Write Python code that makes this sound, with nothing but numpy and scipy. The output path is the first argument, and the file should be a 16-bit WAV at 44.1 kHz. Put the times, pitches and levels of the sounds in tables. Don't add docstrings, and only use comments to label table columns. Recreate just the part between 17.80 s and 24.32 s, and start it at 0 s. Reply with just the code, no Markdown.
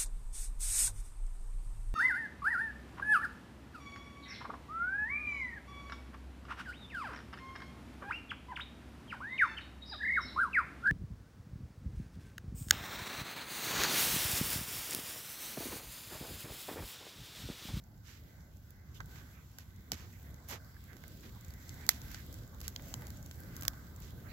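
import sys
import numpy as np
from scipy import signal
from scipy.fft import rfft, irfft, next_fast_len
from scipy.io import wavfile
from scipy.ndimage import uniform_filter1d, map_coordinates

SR = 44100
rng = np.random.default_rng(int(sys.argv[2]) if len(sys.argv) > 2 else 0)


def wav_out(sig):
    wavfile.write(sys.argv[1], SR, np.round(np.clip(np.atleast_2d(sig).T, -1, 1) * 32767).astype(np.int16))


def nominal_scale(level):
    x = np.asarray(level, float) / 20
    return 10 ** x


N = 287720
SIDE = np.array([[.5], [-.5]])


def read(table, hz):
    f, v = np.transpose(table)
    return np.interp(np.log(hz + 1), np.log(f + 1), v)


def walk(rate_hz):
    hold = int(SR / rate_hz)
    w = np.repeat(rng.standard_normal(3000), hold)[:N]
    w = uniform_filter1d(uniform_filter1d(w, hold), hold)
    return w / w.std()


def causal(db):
    c = irfft(db * np.log(10) / 20)
    c[1:len(c) // 2] *= 2
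    c[len(c) // 2 + 1:] = 0
    return np.exp(rfft(c))


BORDERS = (400, 2450, 9000)


def shares(hz, steep=6):
    above = [1 / (1 + (edge / (hz + 1)) ** steep) for edge in BORDERS]
    return np.sqrt([1 - above[0], above[0] - above[1], above[1] - above[2], above[2]])


def add(out, start_s, sound):
    i = max(int(start_s * SR), 0)
    out[:, i:i + sound.shape[1]] += sound[:, :N - i]


# pitch_hz, width_hz, lift_db
CASE_CAVITIES = [(1543, 127, 8.5), (2024, 53, 9)]


def case_db(hz):
    return sum(db / (1 + (2 * (hz - f) / w) ** 2) for f, w, db in CASE_CAVITIES)


# pitch_hz, likeness_0_to_1
PORT_LIKENESS = [(30, .86), (70, .92), (140, .96), (290, .9), (640, .55), (1400, .1), (3000, .05)]


def couple(first, second, like):
    return like * first + np.sqrt(1 - like ** 2) * second


def patches(x, depth_db, per_s, per_octave, size=512):
    hz, t, z = signal.stft(x, SR, nperseg=size)
    at = np.meshgrid(per_octave * np.log2(1 + hz / 100), per_s * t, indexing="ij")
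    field = map_coordinates(rng.standard_normal((60, 400)), at, order=1)
    reach = np.minimum(hz / 500, 1) / (1 + (hz / 9000) ** 2)
    z = z * nominal_scale(depth_db * (reach[:, None] * field / field.std()))
    return signal.istft(z, SR, nperseg=size)[1][:, :N]


# time_s, flames_db, boiling_sap_db
FIRE_DRIVE = [(0.0, -56.5, -80), (0.25, -56.5, -77.5), (0.4, -57.5, -73), (0.63, -56, -76),
              (0.94, -57.5, -78.5), (1.18, -54.5, -76), (1.32, -55.5, -68), (1.63, -59, -75.5),
              (2.09, -55, -75.5), (2.27, -54.5, -71), (2.67, -56.5, -73.5), (4.28, -54.5, -65),
              (4.7, -54, -71.5), (5.06, -51.5, -65.5), (5.47, -53, -69.5), (5.79, -51.5, -67),
              (5.97, -53, -70), (6.52, -52, -71)]
# start_s, length_s, level_db
FLAME_SURGES = [(0.408, 0.038, -51), (0.586, 0.036, -52), (1.089, 0.038, -53), (1.172, 0.102, -49),
                (1.368, 0.074, -51), (1.899, 0.04, -53), (1.957, 0.04, -50), (2.118, 0.042, -48),
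                (2.186, 0.066, -51), (2.447, 0.102, -50), (2.651, 0.032, -52), (2.717, 0.062, -50),
                (2.811, 0.09, -52), (3.204, 0.044, -50), (3.266, 0.074, -52), (3.493, 0.074, -49),
                (3.621, 0.134, -50), (3.894, 0.056, -46), (3.966, 0.126, -49), (4.136, 0.048, -47),
                (4.205, 0.12, -48), (4.355, 0.072, -53), (4.449, 0.064, -48), (4.553, 0.118, -44),
                (4.69, 0.052, -47), (4.758, 0.032, -51), (4.83, 0.058, -49), (4.956, 0.07, -52),
                (5.044, 0.054, -51), (5.113, 0.156, -47), (5.293, 0.062, -48), (5.391, 0.092, -46),
                (5.574, 0.054, -50), (5.646, 0.096, -49), (5.778, 0.188, -48), (6.045, 0.066, -52),
                (6.233, 0.17, -47), (6.456, 0.034, -47)]


def surges(margin_db=-3, share=.45, longer_s=.04):
    t, db = np.arange(N) / SR, np.zeros(N)
    blaze_s, blaze_db = np.transpose(FIRE_DRIVE)[:2]
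    for s, length, level_db in FLAME_SURGES:
        u = np.clip((t - s + longer_s / 2) / (length + longer_s), 0, 1)
        lift_db = share * (level_db - np.interp(s, blaze_s, blaze_db) - margin_db)
        db = np.maximum(db, lift_db * np.sqrt(np.sin(np.pi * u) + 1e-12))
    return db - db.mean()


# pitch_hz, level_db (per Hz)
FLAME_TONE = [(15, -45), (28, -18), (45, -4), (70, 2.5), (105, -1.5), (200, -12), (300, -20.5),
              (400, -29.5), (900, -34.5), (1500, -35.5), (2200, -41), (2700, -90)]
# pitch_hz, level_db (per Hz)
SAP_TONE = [(2300, 3), (2800, -0.5), (3400, 2.5), (5500, -0.5), (7900, -1), (8250, -26), (9000, -16.5),
            (10400, -5), (11500, 1), (13500, 4), (15800, 5), (16000, -24)]
# level_db, flames_follow (dB per dB), sap_follow (dB per dB)
BED_LAYERS = [
    (-51.2, 1.04, 0.06),
    (-67.5, 1.02, 0.55),
    (-73, -0.19, 1.03),
    (-75.5, 0.7, 0.75),
]


def bed(flicker_db=(.8, 1.1, 1.1, .8), flicker_hz=(9, 14, 25, 25), gust_db=.5, grain_db=(0, 0, 1.97, 1.97),
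        left_db=(-.6, -2.2, -3.1, -2.1)):
    n = next_fast_len(N)
    hz = np.arange(n // 2 + 1) * SR / n
    like = np.clip(read(PORT_LIKENESS, hz), 0, 1)
    mid, side = rfft(rng.standard_normal((2, n)))
    pair = np.array([mid * np.sqrt(1 + like) + sign * side * np.sqrt(1 - like) for sign in (1, -1)])
    flames = nominal_scale(read(FLAME_TONE, hz) + case_db(hz))
    sap = nominal_scale(read(SAP_TONE, hz))
    s, blaze, flow = np.transpose(FIRE_DRIVE)
    gust = gust_db * walk(9.2)
    out = 0
    for k, (mask, (level_db, by_flames, by_sap)) in enumerate(zip(shares(hz), BED_LAYERS)):
        layer = irfft(pair * mask * (flames if k < 2 else sap), n)[:, :N]
        drive_db = level_db + by_flames * (blaze - blaze.mean()) + by_sap * (flow - flow.mean())
        db = np.interp(np.arange(N) / SR, s, drive_db) + flicker_db[k] * walk(flicker_hz[k])
        db = db + (gust if k else surges())
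        db = db + grain_db[k] * np.clip(walk(380) - .6, 0, 1.7) ** 2
        out = out + layer / layer.mean(0).std() * nominal_scale(db + left_db[k] * SIDE)
    return patches(out, depth_db=2.2, per_s=8, per_octave=2.48)


# pitch_hz, level_db (per Hz)
CRACK_TONE = [(250, -29), (500, -5), (1200, -3.5), (2000, -3.5), (2800, -6), (4400, -6), (6200, -2.5),
              (7800, -4.5), (8400, -17), (10000, -9), (11200, -5), (13500, 3.5), (15900, -9),
              (16700, -28.5)]
# pitch_hz, left_minus_right_db
PORT_BALANCE = [(60, 22), (110, 28), (200, 27), (380, -7), (700, -3), (1290, -11.5), (2380, -8.5),
                (4400, -17.5), (8120, -8), (15000, -6)]
# delay_ms, level_db
REFLECTIONS = [(2.6, -17), (10, -23), (21, -26)]


def cracks(rows, lag_ms=0.257, alike=0.53, rough_db=1.5, tail_ms=17,
           knock_db=13, spit_db=9, ring_db=5, ring_octaves=0.18, size=4096):
    out, t = np.zeros((2, N)), np.arange(size) / SR * 1000
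    hz = np.arange(size // 2 + 1) * SR / size
    tone_db = read(CRACK_TONE, hz) + case_db(hz)
    port = np.array([causal(tone_db + half * read(PORT_BALANCE, hz)) for half in SIDE[:, 0]])
    port[1] *= np.exp(-2j * np.pi * hz * lag_ms / 1000)
    echo = 1 + sum(nominal_scale(db) * np.exp(-2j * np.pi * hz * ms / 1000) for ms, db in REFLECTIONS)
    low, knock, body, spit = shares(hz)
    rise_ms, fall_ms, stop_ms, tail_db = 1.05, .95, 4.5, -38
    shape = np.minimum(t / rise_ms, 1) ** 9 * np.exp(-t / fall_ms) / (1 + (t / stop_ms) ** 12)
    for s, peak_db, low_db, top_db, pan_db, ring_hz in rows:
        noise = rng.standard_normal((5, size))
        splinters = nominal_scale(rough_db * np.repeat(noise[4, :size // 8], 8))
        burst = (alike * noise[0] + (1 - alike) * noise[:2]) * splinters * shape
        tail = nominal_scale(tail_db) * noise[2:4] * np.exp(-(t / tail_ms) ** 2)
        power = uniform_filter1d(np.abs(rfft(burst)) ** 2, size // 48)
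        even = np.array([causal(-10 * np.log10(p / p.mean())) for p in power])
        z = (rfft(burst) * even * echo + rfft(tail)) * port
        ring = nominal_scale(ring_db * np.exp(-(np.log2((hz + 1) / ring_hz) / ring_octaves) ** 2))
        parts = [(low + knock, low_db + knock_db), (ring * body, 0), (spit, top_db + spit_db)]
        gain = sum(nominal_scale(db) * mask / np.linalg.norm(z * mask) for mask, db in parts)
        z = z * causal(20 * np.log10(gain))
        z = z / np.linalg.norm(z * (body + spit), axis=1, keepdims=True) * nominal_scale(pan_db * SIDE)
        high = irfft(z.mean(0) * (body + spit), size)
        add(out, s, irfft(z, size) / np.abs(high).max() * nominal_scale(peak_db))
    return out


def crackle(per_s=30, faint_db=-63, spread_db=4):
    r = rng.random((230, 6))[:int(per_s * N / SR)].T
    s = r[0] * N / SR
    lift_db = np.interp(s, [0, 3.5, 5.5, 6.52], [-5, 0, 1, 0])
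    peak_db = faint_db + lift_db + spread_db * r[1] ** 2
    knock_db, spit_db, pan_db = -32 + 16 * r[2], -35 + 55 * r[3], -7 + 6 * r[4]
    ring_hz = 8000 - 5000 * r[5] ** 2
    rows = np.c_[s, peak_db, knock_db, spit_db, pan_db, ring_hz]
    return cracks(rows, ring_db=9, ring_octaves=0.18, size=1024)


# start_s, length_s, level_db,
# bright_hz (at start), lowest_hz
STEAM_JETS = [(0.234, 0.19, -60, 4950, 1340), (1.136, 0.061, -62.5, 3800, 2730),
              (1.337, 0.11, -62.5, 5000, 900), (1.783, 0.058, -62.5, 7000, 1190),
              (2.115, 0.047, -49.5, 7000, 1270), (2.145, 0.14, -58.5, 5160, 910),
              (2.678, 0.11, -46, 11900, 252), (3.416, 0.098, -60.5, 2300, 1200),
              (4.094, 0.034, -46.5, 9000, 1500), (4.114, 0.086, -57, 8000, 1500),
              (4.274, 0.18, -58.5, 5000, 1300), (4.828, 0.055, -56, 5000, 1490),
              (6.199, 0.13, -63, 6000, 1980)]


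def jets(grain_db=3.0, attack=0.23, size=512, spent_hz=1200, spent_per_bass=1.2):
    out = np.zeros((2, N))
    hz = np.arange(size // 2 + 1) * SR / size
    like = read(PORT_LIKENESS, hz)
    chance = rng.standard_normal((len(STEAM_JETS), 40, 3, size))
    for (s, length, db, bright_hz, bass_hz), grains in zip(STEAM_JETS, chance):
        dull_hz = min(bright_hz, spent_hz + spent_per_bass * bass_hz)
        for u, grain in zip(np.arange(0, 1, size / 2 / SR / length), grains):
            edge_hz = bright_hz * (dull_hz / bright_hz) ** u
            colour = nominal_scale(read(CRACK_TONE, hz)) / (1 + (hz / edge_hz) ** 2) ** 0.77
            colour = colour / (1 + (bass_hz / (hz + 1)) ** 3)
            puff = rfft(grain[:2] * nominal_scale(grain_db * np.repeat(grain[2, :size // 32], 32)))
            puff[1] = couple(puff[0], puff[1], like)
            puff = irfft(puff * colour, size) / np.sqrt(np.mean(colour ** 2))
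            swell = min(u / attack + .1, 1) * np.cos(np.pi / 2 * u ** 1.5) ** 1.4
            puff = puff * np.sqrt(np.hanning(size)) * swell * nominal_scale([[db - 2.5], [db + 4.0]])
            add(out, s + u * length - size / 4 / SR, puff)
    return out


# start_s, length_s, level_db, pitch_hz, rise_share (0-1)
GAS_PUFFS = [(1.135, 0.067, -64.5, 3240, 0.5), (1.202, 0.022, -48, 1430, 0.06),
             (2.69, 0.081, -49.5, 290, 0.56), (2.965, 0.01, -60, 1540, 0.19),
             (2.116, 0.049, -45.5, 235, 0.2), (2.117, 0.019, -44.5, 610, 0.04),
             (3.049, 0.15, -63.5, 1800, 0.39), (3.072, 0.12, -56, 245, 0.65),
             (3.236, 0.011, -53.5, 1790, 0.45), (3.434, 0.11, -53.5, 290, 0.17),
             (3.925, 0.15, -63, 1900, 0.82), (4.332, 0.11, -60, 1840, 0.6), (5.2195, 0.01, -52, 950, 0.1),
             (4.7, 0.11, -66, 900, 0.37), (5.46, 0.095, -61, 220, 0.18), (1.5, 0.18, -70.5, 2280, 0.42),
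             (3.99, .085, -63, 2030, 0.64), (6.46, 0.09, -62.5, 2230, 0.65), (2.42, 0.12, -69, 1900, 0.4),
             (3.5, 0.11, -66, 950, 0.62), (1.34, 0.27, -68, 1380, 0.17), (2.329, 0.11, -69, 2140, 0),
             (6.202, 0.13, -60, 310, 0.3), (6.424, 0.099, -60, 1450, 0.45), (6.47, 0.08, -66, 4200, 0.44),
             (1.52, 0.14, -69.5, 1340, 0.4), (4.95, 0.3, -66.5, 560, 0.4), (1.202, 0.02, -54.5, 660, 0.09)]


def puffs(right_db=8.5, width_at_1k_hz=380):
    out = np.zeros((2, N))
    chance = rng.standard_normal((len(GAS_PUFFS), 2, SR // 2))
    for (s, length, db, hz, rise), noise in zip(GAS_PUFFS, chance):
        u = np.arange(int(length * SR)) / (length * SR)
        width_hz = width_at_1k_hz * np.sqrt(hz / 1e3)
        like = read(PORT_LIKENESS, hz)
        pair = np.array([noise[0], couple(noise[0], noise[1], like)])
        hollow = signal.butter(2, [hz - width_hz / 2, hz + width_hz / 2], "band", fs=SR, output="sos")
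        air = signal.sosfilt(hollow, pair)[:, -len(u):]
        rise = np.clip(rise, .03, .9)
        swell = np.minimum(u / rise, (1 - u) / (1 - rise)) ** 1.5
        lean_db = right_db * (1 - like)
        add(out, s, air / air.std() * swell * nominal_scale([[db - lean_db], [db + lean_db]]))
    return out


def small_pan_db(start_s):
    return -5.5 + 1.1 * start_s


# start_s, peak_db
SAP_BEADS = [(0.9053, -46), (1.2042, -46), (1.2585, -51), (1.3578, -50), (1.7843, -46), (2.1176, -29),
             (2.4279, -48), (2.6419, -56), (2.6873, -39), (3.236, -50), (3.2799, -46), (3.6092, -50),
             (3.6461, -49), (3.7369, -49), (3.8921, -42), (3.9494, -50), (4.0652, -32), (4.0901, -12),
             (4.3141, -45), (4.343, -40), (4.4623, -50), (4.5271, -46), (4.588, -49), (4.7885, -42),
             (4.813, -39), (4.8788, -28), (4.9606, -46), (5.0828, -47), (5.1392, -40), (5.22, -44),
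             (5.2525, -47), (5.3038, -41), (5.461, -42), (5.5104, -50), (5.5558, -49), (5.6012, -46),
             (5.7648, -38), (5.8092, -36), (5.8232, -40), (5.8326, -39), (5.8506, -35), (5.88, -21),
             (6.1609, -51), (6.2013, -47), (6.3056, -46)]


def beads(under_db=3.0, top_db=14, ceiling_db=-52):
    rows = [(s - .001, min(db, ceiling_db) - under_db, -40, top_db, small_pan_db(s), 7500)
            for s, db in SAP_BEADS]
    return cracks(rows, size=1024)


# start_s, peak_db, knock_db (below 2.5 kHz), left_minus_right_db, ring_hz
DRY_CRACKS = [(2.1176, -33, -35, -4, 4970), (4.216, -39, -41, 6, 5540), (4.3443, -32.5, -16.5, -3, 4630),
              (4.9605, -38, -23, -9, 3260), (4.9944, -51, 13, -8, 3020), (5.139, -36, -27, -3, 7150),
              (5.5109, -38.5, -21, -2, 3350), (5.933, -47.5, -11, -6, 3330), (6.2207, -47, -27, 4, 6900),
              (1.2036, -39, -4, -4, 7130), (3.8920, -33, -43, -1, 7290)]
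# start_s, peak_db, knock_db (below 2.5 kHz), left_minus_right_db, ring_hz
FULL_SNAPS = [(1.3574, -50, -3, -7, 5180), (1.7846, -36, -13.5, -2, 5700), (3.13, -48.5, -1, -20, 4080),
              (3.1665, -46.5, -10, -6, 6300), (3.2367, -46.5, -3, -13, 6380), (3.7369, -41, -21, -2, 7410),
              (4.0645, -34.5, -24, -6, 6450), (4.0895, -11.5, -24, -2.5, 6000),
              (4.315, -39, -14.5, 4, 4300), (4.5262, -39, -37, 0, 7210), (4.5407, -39, -34, -2, 7851),
              (4.803, -39, -31, -6, 7280), (4.813, -33.5, -17, -1, 4850), (4.8789, -23.5, -26, -2.5, 7450),
              (5.1465, -50, -30, 1, 6690), (5.22, -41, -2, 0, 3660), (5.268, -35, -44, -4, 7090),
              (5.3028, -38.5, -31, -2, 4500), (5.7644, -33, -45, 2, 6100), (5.8092, -35, -33, 7, 6990),
              (5.8218, -32.5, -13, -14, 6270), (5.8325, -34, -14, 6, 3290), (5.8503, -32, -10, -9, 7100),
              (5.8795, -30, -22, -4, 5700)]
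# start_s, peak_db, ring_hz
WET_SPITS = [(0.9048, -44.5, 3250), (1.258, -47, 3410), (2.4279, -50, 5933), (2.506, -52, 7040),
             (2.6862, -34.5, 7140), (3.0388, -50, 6840), (3.2790, -38, 7130), (4.463, -45, 4900),
             (5.0838, -42, 7730), (5.2814, -49, 4060), (5.6024, -43, 3160), (5.7555, -47, 6790),
             (6.201, -43, 3740)]
# start_s, peak_db, ring_hz
SMALL_TICKS = [(0.038, -50.5, 6800), (0.7685, -53, 7500), (2.5416, -47, 6320), (3.407, -47, 7500),
               (3.6463, -45.5, 7050), (4.6758, -47, 7320), (5.0215, -45, 7160), (5.2525, -53, 4270),
               (5.37, -44, 7170), (5.4264, -44.5, 6520), (5.4607, -40.5, 6490), (5.556, -51, 7220),
               (6.1607, -47.5, 7470), (6.3053, -46, 3360), (6.4343, -64, 5300), (0.1777, -56, 7360),
               (2.3273, -49, 7230), (2.8456, -52, 4720), (3.6089, -47, 7280), (3.6815, -46, 7600),
               (3.7044, -43, 4680), (3.8813, -46, 7560), (3.9411, -44, 7420), (4.7453, -51, 6830),
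               (4.8301, -46, 4260), (5.6343, -49, 6790), (1.96, -52, 7200)]
POP_TREBLE = (-42, -7.5, 7, -10.5)


def pops(small_knock_db=-46):
    big, small = [], []
    for rows, spit_db in zip((DRY_CRACKS, FULL_SNAPS), POP_TREBLE[:2]):
        big += [(s, db, knock_db, spit_db, pan_db, hz) for s, db, knock_db, pan_db, hz in rows]
    for rows, spit_db in zip((WET_SPITS, SMALL_TICKS), POP_TREBLE[2:]):
        small += [(s, db, small_knock_db, spit_db, small_pan_db(s), hz) for s, db, hz in rows]
    return cracks(big) + cracks(small, ring_db=13, ring_octaves=0.29, size=2048)


# start_s (left port), right_late_ms, second_split_ms (after first), second_level_db
PLANK_BANGS = [
    (4.0906, 0.078, 0.447, -10.5),
    (5.88036, 0.34, 0.68, -20),
    (2.11828, 0.272, 0.8, -7),
    (4.96139, 0.31, 0.71, -15),
    (5.14014, 0.3, 0.95, -15.5),
]
# pitch_hz, left_db, right_db, t60_ms
PLANK_MODES = [
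    [(780, -30, -28, 11), (1270, -23, -25, 9), (1710, -23, -20, 9.9), (2030, -24, -21.5, 10.6),
     (2500, -29, -31, 6), (3400, -35, -18, 14), (4330, -22, -10, 9), (5150, -19, -14, 9.6),
     (6030, -20, -15.5, 15), (7370, -21, -14, 9), (9500, -21, -21, 4.5), (11030, -26, -15, 10),
     (12900, -22, -21, 8), (15160, -21, -19, 10)],
    [(360, -39.5, -39.5, 12.4), (1680, -24.0, -18.5, 6.3), (2200, -33.5, -29.0, 10.0),
     (3490, -25.5, -19.0, 7.0), (4510, -28.5, -19.0, 6.4), (4960, -22.5, -17.5, 5.7),
     (5680, -17.5, -16.5, 4.8), (6540, -31.0, -22.5, 8.7), (7270, -24.5, -32.0, 6.0),
     (8060, -36.0, -27.0, 7.0), (10140, -24.0, -30.0, 5.0), (12290, -27.0, -20.0, 6.9),
     (13880, -24.0, -19.5, 6.0), (15370, -25.5, -18.5, 7.2)],
    [(690, -37.5, -32.0, 20.0), (1870, -39.0, -30.5, 8.9), (2350, -45.0, -42.0, 20.0),
     (3040, -44.0, -30.5, 19.9), (4210, -30.5, -26.0, 10.0), (4830, -30.5, -26.5, 8.7),
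     (5710, -33.0, -23.0, 11.4), (6770, -30.0, -25.5, 10.2), (7760, -30.5, -31.0, 6.2),
     (10770, -30.5, -31.0, 3.3), (11990, -37.5, -33.5, 13.6), (13120, -42.0, -36.5, 19.6),
     (14380, -35.0, -30.0, 12.1), (15550, -40.5, -34.5, 11.9)],
]
# pitch_hz, left_db, right_db, t60_ms
THIN_MODES = [
    [(1170, -38.5, -36.5, 3.0), (1450, -43.5, -48.0, 16.0), (2050, -35.5, -37.5, 9.5),
     (3240, -52.0, -30.0, 11.7), (4120, -38.0, -28.5, 5.6), (4810, -41.0, -46.5, 20.0),
     (5300, -32.0, -40.0, 8.0), (6510, -40.0, -34.0, 9.2), (7480, -41.0, -40.5, 8.7),
     (12890, -49.5, -37.0, 3.0), (15160, -40.0, -42.5, 5.5)],
    [(950, -36.5, -34.0, 5.9), (1560, -36.0, -42.5, 12.0), (3140, -51.5, -31.5, 8.0),
     (4320, -39.5, -30.5, 6.1), (5700, -39.5, -35.5, 10.8), (6030, -35.5, -37.5, 6.5),
     (6940, -28.5, -28.5, 7.1), (7690, -33.0, -39.5, 6.7), (10650, -37.5, -35.5, 3.0),
     (12920, -41.5, -35.5, 6.2), (15160, -42.0, -39.5, 3.6)],
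]


def bangs(rise_ms=0.065, detune=0.011, size=2048):
    out = np.zeros((2, N))
    for (s, late_ms, again_ms, again_db), modes in zip(PLANK_BANGS, PLANK_MODES + THIN_MODES):
        hz, left_db, right_db, t60_ms = np.transpose(modes)[:, :, None]
        sign = (-1) ** np.arange(len(modes))[:, None]
        sound = np.zeros((2, size))
        for after_ms, db in ((0, 0), (again_ms, again_db)):
            for k, port_db in enumerate((left_db, right_db)):
                t = np.maximum(np.arange(size) / SR * 1000 - after_ms - k * late_ms, 0)
                mode_hz = hz * (1 + detune * rng.standard_normal((len(modes), 1)))
                ring = sign * np.sin(2 * np.pi * mode_hz * t / 1000)
                decay = nominal_scale(db + port_db - 60 * t / t60_ms)
                sound[k] += (ring * decay).sum(0) * (1 - np.exp(-t / rise_ms))
        add(out, s, sound)
    return out


def scene():
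    soft = signal.ellip(10, .2, 60, 15950, fs=SR, output="sos")
    background = bed() + crackle() + jets() + puffs()
    return signal.sosfilt(soft, background) + pops() + bangs() + beads()


def roll_off(x):
    return signal.sosfilt(signal.butter(12, 17000, fs=SR, output="sos"), x)


def record(dry):
    top = signal.ellip(8, .2, 70, 16800, fs=SR, output="sos")
    return roll_off(signal.sosfilt(top, dry))


dry = scene()
out = record(dry)
wav_out(out)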